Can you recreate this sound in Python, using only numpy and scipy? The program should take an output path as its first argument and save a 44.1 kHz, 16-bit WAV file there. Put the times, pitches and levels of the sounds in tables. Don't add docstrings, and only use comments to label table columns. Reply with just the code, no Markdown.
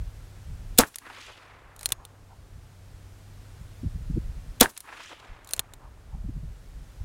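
import sys
import numpy as np
from scipy import signal
from scipy.fft import rfft, irfft
from scipy.io import wavfile

SR = 44100
rng = np.random.default_rng(int(sys.argv[2]) if len(sys.argv) > 2 else 0)


def unload_wav(signal):
    wavfile.write(
        sys.argv[1],
        SR,
        np.round(np.clip(np.atleast_2d(signal).T, -1, 1) * 32767).astype(np.int16),
    )


N = 310464
TIME = np.arange(N) / SR

# start in seconds, duration factor, level in dB, spring ring in dB.
COCKINGS = [(1.762, 1.0, 0, -61), (5.4452, .932, -.5, -70)]
# seconds into the stroke, level in dB, ring in Hz, relative grip knock in dB.
STROKE_CLICKS = [(0.001, -36.5, 6900, -13), (.0305, -32.5, 3900, -14), (.0484, -31, 4120, -4),
                 (0.0687, -26.5, 9600, -8), (.096, -8, 4170, -21.5), (.1276, -27.5, 6700, -8),
                 (.142, -39.5, 11300, 7), (.159, -7.5, 3560, -12.5)]


def blast(t, rail_db=19, coupling_hz=230, tear_db=17, scatter_start_s=.002, scatter_attack_s=.018):
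    # start from the shot, attack, hold and t60 in seconds, level in dB.
    firing = [(-.0102, .0004, .0005, .04, -27), (-.004, .0014, .014, .02, -14),
              (-.0002, .0002, .0008, .014, 24.5)]
    # delay and length in seconds, height in dB.
    shock_pulses = [(.0032, .0010, 28.5), (.0072, .0011, 26), (.0114, 0.00064, 28.5), (0.016, .00034, 24),
                    (.0208, .0002, 17)]
    # delay in seconds, level in dB, pitch in Hz, t60 in seconds.
    near_echoes = [(0.0376, 5.5, 947, .012), (0.0488, 13.5, 1653, 0.0076)]
    # frequency in Hz, relative level in dB.
    jet_spectrum = [(500, -20.5), (1400, -12.5), (2200, -4.5), (2600, -6), (3600, 4), (5200, -6.5),
                    (7000, -1.5), (11000, -1.5), (13500, -1.5), (15500, -1), (16500, -30.5)]
    roar_spectrum = [(100, -1.5), (250, 0.5), (600, -2.5), (1000, -1), (1600, -3), (2600, -14),
                     (4000, -23.5), (15000, -47.5)]
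    sizzle_spectrum = [(300, -5.5), (2000, -1.5), (3500, 0), (5000, -4), (10000, 0.5), (15500, -11.5)]

    gas = sum(from_db(db) * envelope(t - s, attack, hold, t60) for s, attack, hold, t60, db in firing)
    jet = gas * coloured(jet_spectrum)
    fronts = sum(from_db(db) * ((t > s) & (t < s + length)) for s, length, db in shock_pulses)
    fronts += (fronts > 0) * from_db(tear_db) * coloured(sizzle_spectrum)
    fronts = cut(cut(fronts, 9000, "low"), coupling_hz, "high", order=1)
    age_s = t - scatter_start_s
    roar = from_db(-1) * envelope(age_s, scatter_attack_s, hold_s=.011, t60_s=.115)
    sizzle = from_db(-.5) * envelope(age_s, scatter_attack_s, hold_s=.0022, t60_s=.08)
    linger = from_db(-34) * envelope(age_s, scatter_attack_s, hold_s=0, t60_s=1.3)
    crests = np.maximum(unit_rms(cut(rng.standard_normal(N), 7000, "low")) - 1.2, 0)
    spikes = unit_rms(cut(crests, 400, "high", order=1)) * np.exp(-((t - .02) / .0055) ** 2)
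    dull = (roar + from_db(-7) * linger) * coloured(roar_spectrum)
    bright = (sizzle + linger) * coloured(sizzle_spectrum)
    scatter = (dull + bright + spikes) * (age_s > 0)
    slaps = sum(from_db(db) * ring(t - s, hz, t60) for s, db, hz, t60 in near_echoes)
    rail = from_db(rail_db)
    return jet + rail * np.tanh((fronts + scatter + slaps) / rail)


def slope_echoes(t, loss_db_per_s=9.5, air_db_per_s_khz=11, patchy_db=2.5, shared_db=1.44, patch_hz=200):
    # frequency in Hz, level in dB per half octave.
    bank_spectrum = [(280, -48), (600, -51.5), (1200, -38), (2600, -37), (4000, -43.5), (7000, -48.5),
                     (10000, -56), (14000, -66)]
    roll_spectrum = [(300, -57.5), (600, -53), (1200, -46.5), (2400, -50), (4500, -58), (8000, -62),
                     (14000, -78)]
    # delay and spread in seconds, level in dB, centre in Hz, half width in octaves.
    faces = [(.09, 0.0091, -26.5, 7950, .9), (.158, 0.0023, -25.5, 2800, 1),
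             (0.279, 0.011, -29, 1190, 0.76), (.317, .005, -25, 1190, 0.66),
             (.396, 0.0076, -31.5, 990, .73), (0.426, 0.0043, -33, 3600, 0.87), (.47, .03, -47, 6500, .25),
             (.5, .05, -42, 2880, .25), (.511, .016, -33, 780, 1.2), (.591, .003, -36, 1200, 1.63),
             (.71, .06, -50, 2000, 0.32), (1.235, 0.025, -47.5, 910, .29), (1.535, 0.013, -49, 850, 0.23)]

    out = np.zeros(N)
    for hz in 280 * 2 ** (np.arange(12) / 2):
        arrival_s = at_hz([(1300, .32), (3000, .42)], hz)
        onset = np.clip((t - .198) / .039, 0, 1) ** 2
        bank = from_db(at_hz(bank_spectrum, hz)) * onset * swell(t - arrival_s, spread_s=.093)
        t60_s = 60 / (loss_db_per_s + air_db_per_s_khz * hz / 1000)
        roll = from_db(at_hz(roll_spectrum, hz)) * envelope(t - .18, attack_s=.46, hold_s=0, t60_s=t60_s)
        out += np.hypot(bank, roll) * from_db(patchy_db * drift(patch_hz)) * band(hz, octaves=.25)
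    for delay_s, spread_s, db, hz, octaves in faces:
        out += from_db(db) * band(hz, octaves) * swell(t - delay_s, spread_s)
    return out * from_db(shared_db * drift(patch_hz)) * (t > 0)


def lockwork(rise_s=.000353, crack_t60_s=.015, knock_t60_s=.033):
    # start in seconds, level in dB, ring in Hz, relative grip knock in dB.
    trigger_clicks = [(.9579, -9, 10900, -20), (.9847, -15, 10800, -19), (2.0513, -32, 3660, -9),
                      (4.7762, -11, 11110, -19), (4.8046, -16.5, 10900, -20), (5.7363, -32.5, 3670, -7)]
    # mode in Hz, level in dB, t60 in seconds.
    steel_modes = [(1828, -24, 0.012), (3370, -23.5, 0.0078), (4180, -17, 0.03), (6790, -14, .02),
                   (7320, -14.5, 0.016), (8160, -11, 0.017), (8810, -11.5, 0.025), (9300, -22, 0.033),
                   (10360, -15, .022), (12800, -23, .022)]

    cocking_clicks = [(s + stretch * lag_s, db + click_db, hz, grip_db)
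                      for s, stretch, db, _ in COCKINGS
                      for lag_s, click_db, hz, grip_db in STROKE_CLICKS]
    out, t = np.zeros(N), TIME[:SR // 8]
    for start_s, db, hz, grip_db in trigger_clicks + cocking_clicks:
        contacts = rng.standard_normal(len(t)) * from_db(-60 * t / crack_t60_s)
        contacts *= 1 - np.exp(-t / rise_s)
        impact = from_db(9) * ring(t - rise_s, hz=10500, t60_s=.00073)
        crack = cut(cut(contacts + impact, 2400, "high", order=1), 14000, "low")
        frame = sum(from_db(mode_db + rng.normal(0, 3)) * rng.choice([-1, 1]) * ring(t, mode_hz, t60)
                    for mode_hz, mode_db, t60 in steel_modes)
        part = unit_burst(ring(t, hz, t60_s=.014))
        click = unit_burst(unit_burst(crack + from_db(-2) * frame) + from_db(-7) * part)
        grip = rng.standard_normal(len(t)) * from_db(-60 * t / knock_t60_s)
        knock = unit_burst(cut(grip, [280, 1800], "band", order=1))
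        add(out, start_s, from_db(db) * (click + from_db(grip_db - 1) * knock))
    return out


def full_cock():
    out = np.zeros(N)
    for start_s, stretch, db, spring_db in COCKINGS:
        t = TIME - start_s - stretch * STROKE_CLICKS[-1][0]
        thud = from_db(db - 24.5) * ring(t, hz=104, t60_s=.058)
        spring = from_db(spring_db) * ring(t, hz=6675, t60_s=.8)
        out += thud + spring
    return out


def cylinder(slip_hz=500, slip_db=5, pawl_hz=9520):
    turn, pawl = np.zeros(N), np.zeros(N)
    for start_s, stretch, db, _ in COCKINGS:
        t = (TIME - start_s) / stretch
        turn += from_db(db - 50) * swell(t - .096, spread_s=.044)
        pawl += from_db(db - 40) * swell(t - .089, spread_s=.011)
    slips = from_db(slip_db * drift(slip_hz))
    friction = unit_rms(cut(rng.standard_normal(N), [2500, 12000], "band"))
    return turn * slips * friction + pawl * band(pawl_hz, octaves=.018)


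def wind(breeze_db=-45, lump_db=4, lump_hz=22, rumble_trim_db=-2, buffet_trim_db=-1):
    # middle and spread in seconds, relative level in dB.
    gusts = [(.02, .07, -32), (.55, 0.095, -35.5), (.73, 0.021, -33), (2.58, 0.043, -38), (4.08, .21, -32),
             (4.48, 0.036, -33), (5.32, .03, -27.5), (5.87, 0.061, -36), (6.3, 0.14, -28),
             (6.8, 0.037, -32), (7.02, .03, -32)]
    # frequency in Hz, relative level in dB.
    rumble_spectrum = [(15, -5), (35, 3.5), (60, -1), (100, -10), (160, -17.5), (250, -32.5), (500, -59.5),
                       (2000, -89)]
    # middle in seconds, relative peak in dB, upper band edge in Hz.
    buffets = [(3.615, -31, 148), (3.84, -25, 263), (3.869, -17.5, 165), (3.954, -33.5, 195),
               (4.107, -20.5, 203), (4.146, -19, 160), (4.174, -18.5, 307), (6.155, -26, 160),
               (6.253, -27, 221), (6.295, -22, 261), (6.372, -26.5, 200), (6.44, -24.5, 146),
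               (7.013, -21.5, 86)]

    gust_power = sum((from_db(db) * swell(TIME - s, spread_s)) ** 2 for s, spread_s, db in gusts)
    flow = np.sqrt(from_db(breeze_db) ** 2 + gust_power)
    lumps = from_db(rumble_trim_db + lump_db * drift(lump_hz))
    out = flow * lumps * cut(coloured(rumble_spectrum), 23, "high")
    t = TIME[:SR // 5] - .1
    for middle_s, db, hz in buffets:
        eddy = cut(rng.standard_normal(len(t)), [hz / 3, hz], "band", order=4) * swell(t, spread_s=.0066)
        add(out, middle_s + t[0], from_db(db + buffet_trim_db) * eddy / np.abs(eddy).max())
    return out


def far_engine(waver_hz=2.1, throb_db=1.5):
    # time in seconds, pitch in Hz, level in dB.
    course = [(0, 99.2, -48.5), (1.5, 98.5, -51), (2.9, 95.46, -49.5), (3.6, 99.5, -48.5), (4.6, 98.6, -53),
              (7, 98.4, -56)]
    times_s, pitches_hz, levels_db = np.transpose(course)
    hz = np.interp(TIME, times_s, pitches_hz) + waver_hz * drift(22)
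    db = np.interp(TIME, times_s, levels_db) + throb_db * drift(12)
    return from_db(db) * np.sqrt(2) * np.sin(2 * np.pi * np.cumsum(hz) / SR)


def grass(level_db=-54):
    # frequency in Hz, relative level in dB.
    field_spectrum = [(76, -32), (130, 1), (147, -9), (307, -16), (449, -17.5), (1150, -23.5), (1490, -23),
                      (2560, -27.5), (8010, -32), (13500, -38), (15500, -42)]
    return from_db(level_db) * coloured(field_spectrum)


def from_db(db):
    return 10 ** (np.asarray(db) / 20)


def unit_rms(x):
    return x / np.sqrt(np.mean(x ** 2) + 1e-20)


def unit_burst(x):
    return x / np.sqrt(np.sum(x ** 2) / (.002 * SR))


def at_hz(curve, hz):
    knots_hz, values = np.transpose(curve)
    return np.interp(np.log(hz), np.log(knots_hz), values)


def cut(x, hz, kind, order=2):
    sos = signal.butter(order, np.clip(hz, 10, .45 * SR), kind, fs=SR, output="sos")
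    return signal.sosfilt(sos, x + 1e-18)


def coloured(spectrum):
    hz = np.maximum(np.fft.rfftfreq(N, 1 / SR), 1)
    return unit_rms(irfft(rfft(rng.standard_normal(N)) * from_db(at_hz(spectrum, hz)), N))


def band(hz, octaves):
    return unit_rms(cut(rng.standard_normal(N), [hz / 2 ** octaves, hz * 2 ** octaves], "band"))


def drift(rate_hz):
    knots = rng.standard_normal(N // 10)
    return np.interp(TIME * rate_hz, np.arange(len(knots)), knots)


def ring(t, hz, t60_s):
    t = np.maximum(t, 0)
    return np.sin(2 * np.pi * hz * t) * from_db(-60 * np.minimum(t / t60_s, 4))


def envelope(t, attack_s, hold_s, t60_s):
    rise = np.clip(t / attack_s, 0, 1) ** 2
    return rise * from_db(-60 * np.clip((t - attack_s - hold_s) / t60_s, 0, 4))


def swell(t, spread_s):
    return np.exp(-.5 * np.minimum((t / spread_s) ** 2, 100))


def add(track, start_s, sound):
    i = max(int(round(start_s * SR)), 0)
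    track[i:i + len(sound)] += sound[:N - i]


def scene():
    shots_s = [0.7870, 4.6099]
    t = TIME - np.where(TIME < shots_s[1] - .02, shots_s[0], shots_s[1])
    gun = blast(t) + slope_echoes(t) + lockwork() + full_cock() + cylinder()
    return (gun + wind() + far_engine() + grass())[None]


def record(dry, ceiling_db=26, recovery_s=2.93, cutoff_hz=16000):
    ceiling = from_db(ceiling_db)
    clipped = np.clip(dry, -ceiling, ceiling)
    allowed_gain = 1 / np.maximum(np.abs(clipped), 1)
    creep = TIME / recovery_s
    gain = np.minimum.accumulate(allowed_gain - creep, axis=-1) + creep
    lowpass = signal.ellip(12, .1, 85, cutoff_hz, fs=SR, output="sos")
    return signal.sosfilt(lowpass, clipped * gain)


dry = scene()
out = record(dry)
unload_wav(out)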